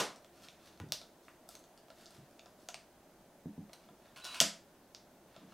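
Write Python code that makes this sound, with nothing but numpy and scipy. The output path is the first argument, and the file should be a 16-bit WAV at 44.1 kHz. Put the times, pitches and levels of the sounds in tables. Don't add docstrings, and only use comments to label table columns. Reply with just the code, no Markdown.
import sys
import numpy as np
from scipy import signal
from scipy.fft import rfft, irfft
from scipy.io import wavfile
from scipy.ndimage import uniform_filter1d

SR = 44100
rng = np.random.default_rng(int(sys.argv[2]) if len(sys.argv) > 2 else 0)


def generate_wav(sig):
    pcm = np.round(np.clip(np.atleast_2d(sig).T, -1, 1) * 32767).astype(np.int16)
    wavfile.write(sys.argv[1], SR, pcm)


def gain_from_db(level_db):
    decades = np.asarray(level_db, float) / 20
    return 10 ** decades


N = 244112
LEAD = 2205
BINS = 2048
BIN_HZ = np.arange(BINS + 1) * SR / (2 * BINS)
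STOP_S = 4.4024
ONSET_S = .0006


def evened(x):
    return x / np.sqrt(np.mean(x ** 2) + 1e-20)


def read(points, hz):
    f, value = np.transpose(points)
    return np.interp(np.log(hz + 1), np.log(f + 1), value)


def add(mix, s, sound):
    part = mix[LEAD + round(s * SR):][:len(sound)]
    part += sound[:len(part)]


def coloured(x, points, tilt_db=0):
    hz = np.fft.rfftfreq(len(x), 1 / SR)
    gain = gain_from_db(read(points, hz) + tilt_db * np.log2(hz / 4000 + 0.043))
    return evened(irfft(rfft(x) * gain, len(x)))


def resonate(x, hz, width):
    turn = np.exp(2j * np.pi * hz * np.arange(len(x)) / SR)
    r = np.exp(-np.pi * width / SR)
    return 2 * (turn * signal.lfilter([1 - r], [1, -r], x / turn)).real


def ring(hz, db, t60, rise, length):
    t = np.arange(round(length * SR))[:, None] / SR
    x = (gain_from_db(db - 60 * t / t60) * np.sin(2 * np.pi * hz * t)).sum(1)
    x = x * (1 - np.exp(-t[:, 0] / rise))
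    return x / abs(x).max()


def rattle(shape_db, length, bounce=.68):
    circle = np.log(gain_from_db(np.maximum(np.r_[shape_db, shape_db[-2:0:-1]], -100)))
    x = np.fft.ifft(np.exp(np.conj(signal.hilbert(circle)))).real
    for lag in 1 + (rng.uniform(.12, .3, 2) * length * SR).astype(int):
        b = np.r_[-min(bounce, .9), np.zeros(lag - 1), 1]
        x = signal.lfilter(b, b[::-1], x)
    return x / np.linalg.norm(x)


# (f/Hz, level/dB per Hz)
AIR_SPECTRUM = [(12, -52), (20, -11), (65, -8.5), (86, -17.5), (104, -9), (182, -6), (262, -3), (337, -5.5),
                (527, -7.5), (574, -2.5), (1220, -17), (1480, -16), (2200, -22.5), (6360, -27),
                (16000, -29.5)]
# (f/Hz, side minus mid level/dB)
AIR_SIDE_SPECTRUM = [(60, -15.5), (110, -17), (200, -20.5), (380, -20.5), (700, -20.5), (1290, -13.5),
                     (2380, -7.5), (4400, -3.5), (8120, -1.5), (15000, -0.5)]
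# (f/Hz, width/Hz, level/dB re air)
DUCT_MODES = [(200, 53, -12), (342, 20, -11), (633, 36, -13.5), (700, 30, -21.5), (6260, 100, -24.5)]


def air(air_db=-63.5, edge_hz=15800, patchy_db=0.65):
    hz = np.fft.rfftfreq(2048, 1 / SR)
    a, b, c, d, patches = rng.standard_normal((N // 512 + 5, 1025, 5)).T
    patches = evened(uniform_filter1d(uniform_filter1d(patches, 20, 0), 8, 1))
    side_gain = gain_from_db(read(AIR_SIDE_SPECTRUM, hz))[:, None]
    z = np.array([a + 1j * b, (c + 1j * d) * side_gain])
    z = z * gain_from_db(read(AIR_SPECTRUM, hz)[:, None] + patchy_db * patches) * (hz < edge_hz)[:, None]
    mid, side = signal.istft(z, nperseg=2048, noverlap=1536)[1][:, :N]
    scale = gain_from_db(air_db) / mid.std()
    wind = rng.standard_normal(N)
    duct = sum(gain_from_db(air_db + db) * evened(resonate(wind, f, width)) for f, width, db in DUCT_MODES)
    return np.array([scale * mid + duct, scale * side])


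# (f/Hz, t60/s)
ROOM_T60 = [(100, 0.39), (330, 0.27), (870, .34), (2300, 0.32), (6000, 0.28), (10000, 0.28), (15000, 0.16)]
# (t/s, level/dB)
NEAR_ECHOES = [(.0025, -19), (.0075, -22.5), (0.009, -19), (0.015, -12.5), (.021, -19)]


def room(x, tail_db=-0.72, side_db=-18.5):
    taps = np.zeros((2, SR // 2))
    at = np.arange(40, SR // 2 - 10, 10) + rng.integers(0, 10, (2, (SR // 2 - 41) // 10))
    np.put_along_axis(taps, at, rng.choice([-1., 1.], at.shape), 1)
    hz, t, z = signal.stft(taps, SR, nperseg=256)
    tail = signal.istft(z * gain_from_db(-60 * t / read(ROOM_T60, hz)[:, None]), SR, nperseg=256)[1]
    tail = tail * (1 - np.exp(-np.arange(tail.shape[1]) / SR / 0.00033))
    tail = gain_from_db(tail_db) * tail / np.linalg.norm(tail[0])
    for s, db in NEAR_ECHOES:
        tail[:, round(s * SR)] += gain_from_db(db)
    return signal.fftconvolve(x[None], tail * gain_from_db(np.array([[0], [side_db]])), axes=1)[:, :len(x)]


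# (f/Hz, level/dB per Hz)
KNOCK_SPECTRUM = [(47, -45), (80, -31), (189, -7.5), (446, -6.5), (594, -5.5), (1340, -9), (1570, -13.5),
                  (5750, -14.5), (13000, -28.5), (15500, -37.5)]


def early_knock(near):
    add(near, -.012, gain_from_db(1) * rattle(read(KNOCK_SPECTRUM, BIN_HZ), .004))


# (f/Hz, level/dB per Hz)
RUB_SPECTRUM = [(600, -35.5), (1100, -14), (2300, -11.5), (3800, -7), (4800, -6.5), (5600, -8.5),
                (7500, -13), (14500, -22.5), (16000, -46)]


def rub(s, rise, fall, db, bright_db, lumpy_db=3.5):
    noise, lumps = rng.standard_normal((2, SR // 2))
    t = np.arange(SR // 2) / SR - rise
    grains = noise * gain_from_db(lumpy_db * evened(uniform_filter1d(lumps, 150)))
    share = np.clip(bright_db / 6 + .5, 0, 1)
    x = share * coloured(grains, RUB_SPECTRUM, 4.6) + (1 - share) * coloured(grains, RUB_SPECTRUM, -9.0)
    away = np.where(t < 0, -t / rise, t / fall)
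    speed = gain_from_db(db - 14 * away)
    return s - rise, speed * x * np.clip(8 * (1 - away * (t < 0)), 0, 1)


# (t/s of fastest slide, speeding up/s, slowing down/s, level/dB, brightness/dB per octave)
FINGER_STROKES = [(.45, .14, 0.089, -62, -0.2), (.66, .08, 0.07, -61, -0.8), (1.26, .1, .12, -75, 6),
                  (1.529, 0.053, 0.03, -59, 1.5), (1.6, .05, .1, -82, 5), (2.0, .07, 0.12, -63.5, 0.3),
                  (2.15, .1, 0.054, -65, -0.3), (2.25, .1, 0.09, -78, -4), (2.62, .08, 0.12, -73, 1.5),
                  (3.05, .15, .3, -91, -3), (3.551, 0.17, 0.17, -87, -3), (3.84, .1, 0.08, -72.5, -1.5),
                  (4.05, .06, 0.086, -67, -2.4), (5.36, .1, 0.17, -68, -3.5),
                  (5.535, .07, .03, -65.5, -1.5)]


def finger_strokes(near):
    for row in FINGER_STROKES:
        add(near, *rub(*row))


# (f/Hz, level/dB, t60/s)
SHELL_MODES = [(462, -15, 0.017), (620, .5, 0.023), (674, 2.5, 0.045), (793, -9.5, 0.015),
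               (961, -5.5, 0.045), (1327, 0, 0.028), (1500, -7, 0.017)]


def body(db, pitch=1):
    hz, level_db, t60 = np.transpose(SHELL_MODES)
    hz = hz * pitch * rng.uniform(0.95, 1.03, len(hz))
    return gain_from_db(db) * ring(hz, level_db, t60, 0.0014, BINS * 2 / SR)


def click(db, hz, spread, length, body_db, modes_db=4.0):
    shape_db = -6 * (np.log2((BIN_HZ + 50) / hz) / max(spread, .3)) ** 2
    ripple = evened(uniform_filter1d(uniform_filter1d(rng.standard_normal(BINS + 1), 40), 40))
    part = rattle(shape_db + modes_db * ripple, length)
    return gain_from_db(db + 14.5) * (part + 0.36 * body(body_db))


# (t/s, peak level/dB, centre f/Hz)
SKIN_TICKS = [(0.159, -51, 4900), (0.774, -58, 3800), (0.8864, -57.5, 4310), (1.014, -47, 4000),
              (1.5914, -56, 7250), (1.639, -55.5, 4230), (1.7754, -53, 4550), (2.011, -57, 4600),
              (2.106, -54, 5280), (2.166, -60, 4700), (2.3094, -61, 6260), (2.602, -62, 5080)]


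def skin_ticks(near):
    for s, db, hz in SKIN_TICKS:
        add(near, s + ONSET_S, click(db, hz, spread=0.92, length=.0019, body_db=-10))


# (t/s, peak level/dB, centre f/Hz, spread/octaves, body level/dB re click)
PART_CLICKS = [(0.2453, -52, 3400, 1, -8), (0.4434, -52, 3280, 0.66, -23), (0.4848, -43, 3440, 0.8, -26),
               (1.282, -44.5, 1540, 0.56, -18), (1.489, -42, 6500, 0.85, -11.5),
               (1.5519, -42.5, 4260, 1, -19), (1.8826, -56, 2580, 1.5, -6), (1.9021, -49, 2760, 1, -4),
               (2.0572, -47, 4770, 0.5, -18), (2.063, -48.5, 5150, 0.52, -16), (2.393, -46, 3480, 0.7, -16),
               (2.4583, -52, 4750, 0.62, -5), (2.4664, -56, 1670, 0.68, -14),
               (3.6944, -55, 1500, 1.2, -3.5), (3.7314, -43.5, 3240, 1.23, -14),
               (3.7355, -48, 4500, 1.2, -10.5), (3.8876, -56, 1630, 1.07, -1),
               (5.3627, -49.5, 3710, 0.79, -6), (5.521, -56.5, 1530, 1.46, -1)]


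def part_clicks(facing, spread):
    for s, db, hz, octaves, body_db in PART_CLICKS:
        tap = click(db, hz, octaves, .0015, body_db)
        add(facing, s + ONSET_S, tap)
        add(spread, s + ONSET_S, gain_from_db(-2.5) * tap)


# (f as multiple of main pitch, level/dB, t60/s)
TABLE_MODES = [(.45, -25, 0.13), (.85, -9, 0.12), (1.0, -2, 0.14), (1.14, -10, 0.2), (1.42, -2.5, 0.075),
               (1.65, -4, 0.064), (2.4, -9.5, 0.088), (3.6, -18, 0.013)]


def thump(db, hz, ring_factor):
    factor, level_db, t60 = np.transpose(TABLE_MODES)
    contact_s = max(0.00099 + .0004 * (-31 - db), .0005)
    return gain_from_db(db) * ring(hz * factor, level_db, t60 * ring_factor, contact_s, .25)


# (f/Hz, level/dB, t60/s, delay/s, swell/s)
SLAB_MODES = [(102, -10.5, 0.16, .001, .004), (172, .5, .26, .0005, .003), (207.5, 1.3, .15, .034, .008),
              (239, 4.5, .075, .0002, .001), (287.7, -5.5, 0.16, .02, 0.0054), (340, -9, .12, .0002, .002),
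              (400, -12, .07, .0002, .002), (616, -11.5, 0.034, .0002, .001)]


def landing(db, hard_db, ring_factor):
    hz, level_db, t60, delay, swell = np.transpose(SLAB_MODES)
    t = np.arange(SR // 4)[:, None] / SR
    u = np.maximum(t - delay, 0)
    level_db = level_db + hard_db * np.log2(hz / 200)
    x = gain_from_db(level_db - 60 * u / (t60 * ring_factor)) * (1 - np.exp(-u / swell))
    x = (x * np.sin(2 * np.pi * hz * t)).sum(1)
    return gain_from_db(db) * x / abs(x).max()


# (t/s, peak level/dB, main f/Hz, ring time factor)
DULL_BLOWS = [
    (.8015, -46.5, 148, 0.46),
    (0.811, -37.5, 110, 1.04),
    (0.8346, -39.5, 160.4, 0.78),
    (0.862, -45, 149.6, 1.2),
    (2.181, -49, 135, 1.6),
    (3.901, -53.5, 200, 1.4),
    (5.375, -56, 186, 0.9),
    (5.412, -49.5, 184.5, 2.6),
]
# (t/s, peak level/dB, hardness/dB per octave, ring time factor)
TABLE_LANDINGS = [
    (3.4575, -35, 1.5, 0.77),
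    (3.579, -36.5, -3, 0.89),
    (4.4113, -34.5, 1, 1.2),
]


def table_blows(facing, spread):
    blows = [(s, thump(*how)) for s, *how in DULL_BLOWS]
    blows += [(s, landing(*how)) for s, *how in TABLE_LANDINGS]
    for s, blow in blows:
        add(facing, s, blow)
        add(spread, s, gain_from_db(-14.5) * blow)


def snap(colour, db, length, body_db, pitch):
    shape_db = read(colour, BIN_HZ)
    shell = body(body_db, pitch)
    blurred_db = 10 * np.log10(uniform_filter1d(gain_from_db(shape_db) ** 2, 50))
    direct = gain_from_db(db) * (rattle(shape_db, length) + shell)
    return direct, gain_from_db(db - 3.5) * (rattle(blurred_db, length) + shell)


# (f/Hz, level/dB per Hz)
MOUNT_SEATING = [(180, -49.5), (300, -2), (828, -6.5), (2790, -14.5), (4670, -22), (5250, -25), (6520, -22),
                 (8220, -28), (16000, -37)]
LOCK_PIN = [(500, -9), (900, -14), (2200, -7), (3400, 1.5), (4300, 5), (5600, 4.5), (7000, -5.5),
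            (10500, -9), (14000, -11), (16500, -25.5)]
SWITCH_LEAVING = [(470, -35), (800, -35), (1500, -11), (3400, -3), (4030, -9), (4680, -4), (5310, -8),
                  (6330, 0.5), (9220, -15.5), (11100, -16), (16000, -26.5)]
SWITCH_DROPPING = [(470, -32), (800, -4.5), (1520, -16), (2410, 0.5), (3650, -10.5), (4510, -2.5),
                   (5110, -5.5), (7640, -14), (8660, -8), (9570, -21), (16000, -35)]
ARM_REBOUND = [(900, -30.5), (2600, -16.5), (4900, -14), (5900, -23), (7050, -3.5), (8200, -3.5),
               (9100, -6), (11500, -11), (16000, -29)]
BUTTON_RELEASE = [(470, -54), (800, -20), (2770, -12), (5180, -1), (6740, -10.5), (8550, -24), (14500, -36),
                  (15400, -39), (16000, -62)]
# (t/s, level/dB, rattle length/s, body level/dB re snap, body pitch factor)
LATCH_SNAPS = [
    (0.8005, -22.5, 0.0013, -24.5, 1.52),
    (0.9215, -7, 0.00094, -33, 0.98),
    (2.6871, -19, .002, -21.5, 1.01),
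    (2.7434, -19.5, 0.0011, -26, 0.964),
    (4.4126, -6, .0008, -18, 1.0),
    (4.948, -24.5, 0.00097, -34, 0.99),
]


def latch_snaps(facing, spread):
    colours = [MOUNT_SEATING, LOCK_PIN, SWITCH_LEAVING, SWITCH_DROPPING, ARM_REBOUND, BUTTON_RELEASE]
    for colour, (s, *how) in zip(colours, LATCH_SNAPS):
        direct, around = snap(colour, *how)
        add(facing, s, direct)
        add(spread, s, around)


# (t/s, peak level/dB, centre f/Hz)
CAM_STEPS = [
    (4.1604, -48.5, 2960),
    (4.199, -53, 3950),
    (4.2434, -37.5, 3970),
    (4.2504, -36, 3780),
    (4.344, -35.5, 2580),
    (4.3694, -53, 4670),
]


def cam_steps(near):
    for s, db, hz in CAM_STEPS:
        add(near, s + ONSET_S, click(db, hz, spread=1.1, length=.0016, body_db=-21))


# (f/Hz, width/Hz, level/dB)
HOUSING_MODES = [(1040, 120, -3), (1400, 150, -1.5), (2570, 250, -1.5), (2950, 200, -3), (4450, 220, -4.5),
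                 (7250, 250, -16.5), (9280, 200, -13)]
# (f/Hz, level/dB per Hz)
GEAR_SPECTRUM = [(240, -61.5), (400, -39.5), (673, -6), (1130, -2), (1540, -3.5), (1990, -11.5),
                 (2550, -2.5), (10400, -17.5), (15500, -37.5)]
# (start t/s, length/s, whirr level/dB, change over the stage/dB)
MOTOR_STAGES = [
    (4.16, .07, -46, -17.5),
    (4.238, .1, -47, -1),
    (4.34, .059, -42.5, -3.5),
]


def motor(wash=0.58, whine_hz=3950, teeth_per_s=490):
    t = np.arange(MOTOR_STAGES[0][0], STOP_S - .003, 1 / SR)
    n = len(t)
    teeth = rng.standard_normal(n) * (0.32 + (rng.random(n) < teeth_per_s / SR) * 3.3)
    housing = sum(gain_from_db(db) * evened(resonate(teeth, hz, width)) for hz, width, db in HOUSING_MODES)
    whirr = wash * coloured(teeth, GEAR_SPECTRUM) + 0.42 * evened(housing)
    load = np.zeros(n)
    for s, length, db, change_db in MOTOR_STAGES:
        load += gain_from_db(db + change_db * (t - s) / length) * (t >= s) * (t < s + length)
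    waver = 1 + .0015 * evened(uniform_filter1d(rng.standard_normal(n), 600))
    whine = np.sqrt(2) * np.sin(2 * np.pi * np.cumsum(whine_hz * waver) / SR)
    whine = whine * gain_from_db(1.2 * evened(uniform_filter1d(rng.standard_normal(n), 200)))
    u = (t - 4.213) / 0.14
    spin = gain_from_db(-56.5 - 1.5 * u) * np.clip(12 * u, 0, 1) * np.clip(6 * (1 - u), 0, 1)
    x = gain_from_db(-5.5) * uniform_filter1d(load, size=130) * whirr + spin * whine
    return t[0], x * signal.windows.tukey(n, .02)


# (f/Hz, level/dB per Hz)
FLASH_SPECTRUM = [(600, -34), (1500, -8.5), (2600, -5.5), (3300, -1), (4000, -6.5), (4800, 1), (6300, -3),
                  (7800, -4.5), (9000, -18), (10300, -16.5), (11500, -14), (16000, -34.5)]
CHATTER_TOUCHES = [1.0, 0.25, .9, 1, 0.42, .2]


def flash(db=5, room_db=-1.5, chatter_hz=3175):
    shape_db, touches = read(FLASH_SPECTRUM, BIN_HZ), np.zeros(200)
    at = np.round(np.arange(len(CHATTER_TOUCHES)) * SR / chatter_hz).astype(int)
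    touches[at] = CHATTER_TOUCHES
    burst = np.convolve(rattle(shape_db, .0003, bounce=.3), touches)
    direct = gain_from_db(db) * burst / np.linalg.norm(burst)
    return direct, gain_from_db(db + room_db) * rattle(shape_db, .002)


def scene():
    near, facing, spread = np.zeros((3, N + LEAD))
    early_knock(near)
    finger_strokes(near)
    skin_ticks(near)
    part_clicks(facing, spread)
    table_blows(facing, spread)
    latch_snaps(facing, spread)
    cam_steps(near)
    add(near, *motor())
    for mix, sound in zip((facing, spread), flash()):
        add(mix, STOP_S, sound)
    mid, side = room(near + spread)
    small = signal.butter(2, 65, "high", fs=SR, output="sos")
    mid, side = signal.sosfilt(small, [mid + near + facing, side])[:, LEAD:] + air()
    side = side - .012 * mid
    return np.array([mid + side, mid - side])


def low_pass(x):
    return signal.sosfilt(signal.butter(12, 16640, fs=SR, output="sos"), x)


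def record(dry):
    return low_pass(dry)


dry = scene()
out = record(dry)
generate_wav(out)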